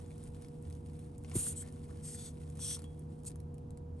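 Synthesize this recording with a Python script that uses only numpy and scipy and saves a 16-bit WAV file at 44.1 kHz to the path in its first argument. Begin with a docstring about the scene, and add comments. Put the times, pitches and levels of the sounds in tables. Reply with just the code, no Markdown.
"""Hissing cockroaches in a plastic tub, close to a stereo microphone, as a hand lifts a piece of bark.
The insects force air through their spiracles in six short hisses; the bark scrapes and knocks once.
Legs and bark tick and crackle faintly throughout, and something small pings. The tub walls add
quick reflections, and behind it all an appliance hums in the room over low fan noise."""
import sys
import numpy as np
from scipy import signal
from scipy.fft import rfft, irfft
from scipy.io import wavfile
from scipy.ndimage import map_coordinates

SR = 44100
rng = np.random.default_rng(int(sys.argv[2]) if len(sys.argv) > 2 else 0)


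def wrap_up_sound(samples):
    """Save the sound to the file named by the first command line argument, as 16-bit audio."""
    columns = np.atleast_2d(samples).T
    # keep every value between -1 and 1, then stretch to whole-number steps
    tamed = np.clip(columns, -1, 1)
    steps = np.round(tamed * 32767).astype(np.int16)
    wavfile.write(sys.argv[1], SR, steps)


N = 176400
HZ, T = np.fft.rfftfreq(N, 1 / SR), np.arange(N) / SR
SIDE = np.array([[.5], [-.5]])  # splits a difference between left and right
WOOD_WIDTH_HZ = 440  # half-width of a bark resonance

# woody spectrum of the bark: frequency_hz, level_db
BARK_SPECTRUM = [(200, -6.5), (800, 4), (1400, -3.5), (2600, -5.5), (4000, -5.5), (7000, -7), (12000, -36)]


def hisses():
    """Fluttering air jets that open and shut, each coloured by an airway that wobbles as it flexes."""
    # one breath a row: start_s, length_s, level_db, attack_s, release_s, level_change_db, lower_jet_db
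    breaths = [(1.332, 0.22, -33.5, 0.042, 0.056, -8, -5), (1.551, 0.093, -43.5, 0.02, 0.031, -2, -1.5),
               (2.013, 0.16, -50, 0.042, 0.026, 3.5, 4), (2.141, 0.19, -49.5, 0.052, 0.063, -2.5, 8.5),
               (2.576, 0.21, -41.5, 0.07, 0.059, 2.5, 3), (3.254, 0.039, -44, 0.016, 0.012, 3, -0.5)]
    # resonances (+) and hollows (-) of the airway, one list a breath: frequency_hz, gain_db
    airways = [
        [(2750, 4), (4400, -0.5), (5350, -9.5), (7450, 5.5), (7800, -8), (9030, 5.5), (9280, -4), (10000, -7),
         (11300, 5)],
        [(3150, 10), (4100, -1), (5200, -7), (6700, -7), (7350, 6.5), (7980, 15.5), (8650, 7), (9400, 2),
         (10600, -3)],
        [(1950, 9), (4000, -8), (4480, 3), (5150, 7.5), (6500, 5), (6950, -5), (7400, 7), (7850, -2),
         (8350, 12.5)],
        [(3000, -6), (3500, 5), (3950, -5), (4830, 6), (5150, -10), (6050, -7), (6450, 5), (7200, -13),
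         (8000, 11.5)],
        [(3370, 9.5), (4650, 3), (5100, -15), (5480, 12), (5850, 6), (6270, 7.5), (6850, -13), (7800, -3),
         (8300, 8.5), (9620, -5)],
        [(2550, 10), (3100, -7), (4450, 12), (5100, 7), (5500, -4), (6750, 10), (7350, 7), (8230, 11),
         (9150, 2), (11000, 1)],
    ]
    # spectrum of the air jet: frequency_hz, level_db
    jet_spectrum = [(300, -33), (1300, -27), (2400, -27), (3400, -18.5), (5300, -18.5), (6300, -12.5),
                    (7700, -8.5), (8700, -3), (9700, 0), (10450, 0), (11000, -7.5), (11450, -17),
                    (11800, -27), (12500, -23)]
    airway_width_hz, wobble_depth, wobble_hz = 142, .006, 15
    flutter_db, flutter_hz, sputter_db = 1, 70.6, .16
    lower_jet = (1 - np.tanh(2 * np.pi * np.log((HZ + 1) / 6800))) / 2  # shelf below 6800 Hz
    out = np.zeros(N)
    for (start, length, level_db, attack, release, change_db, lower_db), airway in zip(breaths, airways):
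        colour = curve(jet_spectrum) + lower_db * lower_jet
        for hz, db in airway:
            colour += db * resonance(hz, airway_width_hz)
        jet = noise(colour)
        speed = 1 + wobble_depth * drift(wobble_hz)  # moves all the resonances together
        air = map_coordinates(jet, [np.cumsum(speed)], order=3, mode="wrap")
        t = T - start
        opening = np.sin(np.pi / 2 * np.clip(t / attack, 0, 1)) ** 2
        closing = np.sin(np.pi / 2 * np.clip((length - t) / release, 0, 1)) ** 2
        slope = change_db * np.clip(t / length, 0, 1)
        flutter = flutter_db * drift(flutter_hz) + sputter_db * drift(flutter_hz * 20)
        out += opening * closing * amp(level_db + slope + flutter) * air
    return out


def knocks():
    """The bark knocks against the tub: dull, heavily damped swings, the deepest bass filtered out."""
    # swings of the tub, heard as one knock: start_s, level_db, pitch_hz, decay_s
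    swings = [(1.354, -30, 335, 0.0034), (1.3641, -23, 151, 0.002), (1.3696, -29, 84, 0.0045)]
    out = np.zeros(N)
    for start, db, hz, decay in swings:
        t = np.maximum(T - start, 0)
        envelope = t / decay * np.exp(1 - t / decay)
        out -= amp(db) * envelope * np.sin(2 * np.pi * hz * t)
    low_cut = signal.butter(2, 40, "high", fs=SR, output="sos")
    return signal.sosfilt(low_cut, out)


def snap_envelope(t, rise_s=.0005, decay_s=.0013, tail_s=.008, tail_db=-18):
    """A sharp burst with a short faint tail."""
    age = np.clip(t, 0, .5)
    fall = np.maximum(age - rise_s, 0)
    return np.minimum(age / rise_s, 1) * (np.exp(-fall / decay_s) + amp(tail_db) * np.exp(-fall / tail_s))


def snaps():
    """Each snap is a bright tick plus the short ring of one piece of bark; woodier snaps ring more."""
    # snaps of bark and taps of legs: start_s, level_db, body_over_tick_db, body_pitch_hz
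    taps = [(.061, -53, 7, 7000), (0.1066, -51, 3, 2500), (0.115, -53, 5, 2000), (.18, -46.5, -11, 3930),
            (0.238, -46, -21, 6000), (0.289, -57, -15, 6000), (0.347, -48.5, -8, 3000),
            (0.4217, -46, -4.5, 3470), (0.447, -48, 3, 5100), (0.484, -51, -5, 5000),
            (0.625, -51.5, -15, 6000), (0.651, -54, 2, 3300), (0.7, -48.5, -7, 4060),
            (0.707, -50, -3, 2720), (.726, -48.5, -2, 5030), (0.751, -52, -2, 6000), (.861, -52, -5, 6000),
            (0.898, -55, 1, 4500), (.933, -54.5, -8, 5030), (0.9918, -48, -7, 3500),
            (1.0442, -56, -5, 4560), (1.1806, -44.5, -23.5, 4000), (1.2372, -51, -5, 1500),
            (1.2465, -44, 18, 2440), (1.297, -44.5, -13.5, 3500), (1.315, -41, 16, 2570),
            (1.467, -44, 19, 1500), (1.6245, -48, 12, 1850), (1.653, -60, 2, 1940),
            (1.7244, -47.5, -16, 6340), (1.894, -55, 15, 1100), (1.909, -52.5, 14, 1600),
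            (2.4998, -43, -15, 4000), (2.5537, -49, -18, 4000), (2.5721, -45.5, -9, 3980),
            (2.592, -43, 6, 1510), (2.6163, -41, -10, 5800), (2.712, -47, 13, 2300), (2.768, -43, 8, 1300),
            (2.7913, -41.5, -9, 4540), (2.819, -43, -10, 4500), (2.841, -45, -1, 4200),
            (2.994, -50.5, -18, 4000), (3.2338, -50, -11, 4500), (3.2458, -47, -12, 4500),
            (3.251, -43, -12.5, 4620), (3.298, -45, -13, 4600), (3.305, -45, -9, 4700),
            (3.316, -46, -4, 4740), (3.3577, -47.5, -6, 1500), (3.402, -49, -5.5, 4060),
            (3.5425, -53.5, -13.5, 3970), (3.5817, -53.5, -4, 2500), (3.706, -49.5, -10, 4380),
            (3.7737, -48, -6.5, 4760)]
    # spectrum of the bright tick: frequency_hz, level_db
    tick_spectrum = [(500, -34), (2500, -44), (4500, -16), (6500, -3), (8700, 4), (10300, 13.5),
                     (12500, -24)]
    trim_db, ring_db, ring_growth = -4, 9, .4
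    ticks, wood = np.zeros((2, N))
    tick_grit, wood_grit = rng.standard_normal((2, N))
    for start, db, body_db, hz in taps:
        burst = amp(db + trim_db) * snap_envelope(T - start) / np.hypot(1, amp(body_db))
        ticks += burst * tick_grit
        ring = (ring_db + ring_growth * body_db) * resonance(hz, WOOD_WIDTH_HZ)
        wood += shaped(amp(body_db) * burst * wood_grit, curve(BARK_SPECTRUM) + ring)
    return shaped(ticks, curve(tick_spectrum)) + wood


def crackle():
    """Legs make tiny scratches on splinters of different pitch, with a soft rustle, all in spurts."""
    # activity of legs on bark: time_s, level_db
    activity = [(0, -65), (.45, -66.5), (.61, -73), (.71, -67), (.8, -73.5), (1.02, -69), (1.12, -74),
                (1.22, -73), (1.29, -63.5), (1.36, -55), (1.68, -63), (2.0, -64.5), (2.45, -64.5),
                (2.8, -63), (2.9, -74), (3.2, -73), (3.45, -81), (3.9, -95), (4, -68)]
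    # tone of the crackle, with its top treble cut away: frequency_hz, level_db
    crackle_tone = [(500, 2), (1200, -6), (2500, -8), (4000, -9.5), (6500, -12), (8700, -3), (9800, 1.5),
                    (10800, -1.5), (12500, -46)]
    scratches_per_s, spread_db, rustle_db = 390, 2.5, -1
    splinters, ring_db, scuttle_db, scuttle_hz = 8, 8.5, 3.5, 22
    colour, scratches = curve(crackle_tone), np.zeros(N)
    for hz in np.linspace(1310, 9460, splinters):
        sizes = amp(spread_db * np.minimum(rng.exponential(1, N), np.pi))
        hits = rng.random(N) < scratches_per_s / splinters / SR
        power = abs(signal.oaconvolve((sizes * hits) ** 2, snap_envelope(T[:SR // 20]) ** 2)[:N])
        bursts = np.sqrt(power) * rng.standard_normal(N)
        scratches += shaped(bursts, colour + ring_db * resonance(hz, WOOD_WIDTH_HZ))
    spurts = amp(scuttle_db * np.tanh(drift(scuttle_hz)))
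    rustle = amp(rustle_db) * noise(colour)
    level = amp(np.interp(T, *np.transpose(activity)))
    return level * unit(spurts * (unit(scratches) + rustle))


def scrapes():
    """Bark drags over bark: uneven slips, dying away, in one resonance of the piece."""
    # drags of the lifted bark: start_s, length_s, level_db, pitch_hz
    drags = [(1.322, .04, -60, 1160), (1.617, .11, -64.5, 1860), (1.894, 0.051, -64, 1230),
             (2.142, .04, -66, 1890)]
    rise_s, slip_db, slip_hz = .004, 5, 148
    ring_db, width_hz = 17, 330
    out = np.zeros(N)
    for start, length, db, hz in drags:
        progress = np.clip((T - start) / length, 0, 1)
        stroke = np.minimum(progress * length / rise_s, 1) * (1 - progress)
        slips = unit(amp(slip_db * drift(slip_hz)))
        friction = noise(curve(BARK_SPECTRUM) + ring_db * resonance(hz, width_hz))
        out += amp(db) * stroke * slips * friction
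    return out


def ping(start_s=2.843):
    """Something small rings faintly just after a snap; its close modes beat."""
    # modes of the small object: pitch_hz, level_db, t60_s
    modes = [(3316, -62.5, .31), (3350, -72, .14), (3440, -68, .09)]
    t = np.maximum(T - start_s, 0)
    return sum(amp(db - 60 * t / t60) * np.sin(2 * np.pi * hz * t) for hz, db, t60 in modes)


def tub(x, decay_s=.008):
    """Sound in the tub reaches the two microphone ports directly and by quick reflections off the walls."""
    # reflections inside the tub: frequency_hz, gain_db
    wall_spectrum = [(300, 3.5), (2000, -11.5), (6000, -8), (8500, -11), (12000, -18.5)]
    # phase between the ports: frequency_hz, left_lead_rad
    port_phase = [(100, 4), (2000, 1), (3200, 1.1), (5000, 1.22), (6700, 0), (7700, 0.8), (8800, 0.5),
                  (9700, -2.5), (10600, -3), (11500, -6.5), (12600, -7)]
    # balance between the ports: frequency_hz, left_over_right_db
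    port_balance = [(100, 10), (1300, 3), (5000, 2.5), (6200, 3.5), (7100, -3), (7900, 5.5), (9000, -1),
                    (12000, 1)]
    echoes = rng.standard_normal((2, N)) * np.exp(-T / decay_s) * (1 - np.exp(-2 * T / decay_s))
    walls = rfft(echoes / np.linalg.norm(echoes[0])) * amp(curve(wall_spectrum))
    ports = amp(SIDE * curve(port_balance)) * np.exp(1j * SIDE * curve(port_phase))
    return irfft(rfft(x) * ports * (1 + walls), N)


def fan_noise(level_db=-49):
    """Low fan noise fills the room, its bass nearly the same on both sides of the microphone."""
    # room tone: frequency_hz, level_db
    room_spectrum = [(12, -45), (25, -39.5), (34, -7.5), (50, -12.5), (65, -5), (88, 1.5), (125, -5),
                     (175, -10.5), (245, -9.5), (300, -12), (370, -17), (450, -19.5), (620, -24.5),
                     (1000, -31.5), (2000, -50), (4000, -55.5), (9500, -57), (11000, -57.5), (12500, -66.5)]
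    # likeness of left and right: frequency_hz, correlation
    likeness = [(60, .985), (130, .98), (280, 0.82), (590, -0.47), (1200, -0.34), (3000, 0.88), (9000, 0)]
    # balance of the room tone: frequency_hz, left_over_right_db
    balance = [(60, -1), (200, 1.3), (350, -2), (640, -2), (1160, -0.5), (4000, 5), (9000, -1)]
    correlation = curve(likeness)
    common = rfft(noise(curve(room_spectrum))) * np.sqrt((1 + correlation) / 2)
    opposed = rfft(noise(curve(room_spectrum))) * np.sqrt((1 - correlation) / 2)
    pair = common + 2 * SIDE * opposed
    return amp(level_db) * irfft(pair * amp(SIDE * curve(balance)), N)


def appliance_hum(waver_hz=5.3):
    """An appliance in the room hums; each tone wavers in level and phase."""
    # tones of the hum: pitch_hz, level_db, left_over_right_db, waver_depth
    tones = [(81.64, -52, -0.5, 0.83), (153, -51.5, -0.5, 0.18), (222.4, -62.5, 2.5, 0.72),
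             (239.8, -61, -1, 0.22), (479.6, -61.5, -10, 0.11), (718, -78, 2, 0.12), (846, -82, 4.5, 0.092),
             (959, -85, -13, 0.28)]
    out = np.zeros((2, N))
    for hz, db, pan_db, depth in tones:
        waver = 1 + depth * (drift(waver_hz) + 1j * drift(waver_hz))
        tone = waver * np.exp(2j * np.pi * (hz * T + rng.random()))
        out += amp(db + SIDE * pan_db) * unit(tone.real)
    return out


def amp(db):
    """Decibels to gain."""
    return 10 ** (np.asarray(db) / 20)


def unit(x):
    """Scales to rms 1."""
    return x / np.sqrt(np.mean(x ** 2) + 1e-30)


def curve(points):
    """Interpolates a table over frequency on a log axis."""
    hz, value = np.transpose(points)
    return np.interp(np.log(HZ + 1), np.log(hz), value)


def resonance(hz, width_hz):
    """A resonance curve of height 1."""
    return 1 / (1 + ((HZ - hz) / width_hz) ** 2)


def shaped(x, db):
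    """Filters by a gain curve, keeping the power of white noise."""
    return irfft(rfft(x) * unit(amp(db)), N)


def noise(db):
    """Noise of rms 1 with the given spectrum."""
    return unit(shaped(rng.standard_normal(N), db))


def drift(rate_hz):
    """Slow random motion of rms 1."""
    return unit(irfft(rfft(rng.standard_normal(N)) / (1 + (HZ / rate_hz) ** 2) ** 2, N))


def scene():
    """Insects and bark close up in the tub, with the room behind."""
    in_tub = hisses() + snaps() + scrapes() + crackle() + ping()
    return tub(in_tub) + knocks() + fan_noise() + appliance_hum()


def record(dry):
    """The recorder cuts the treble above 12.6 kHz."""
    low_pass = signal.firwin(255, 12600, window=("kaiser", 9), fs=SR)
    return signal.oaconvolve(dry, low_pass[None], "same")


dry = scene()
out = record(dry)
wrap_up_sound(out)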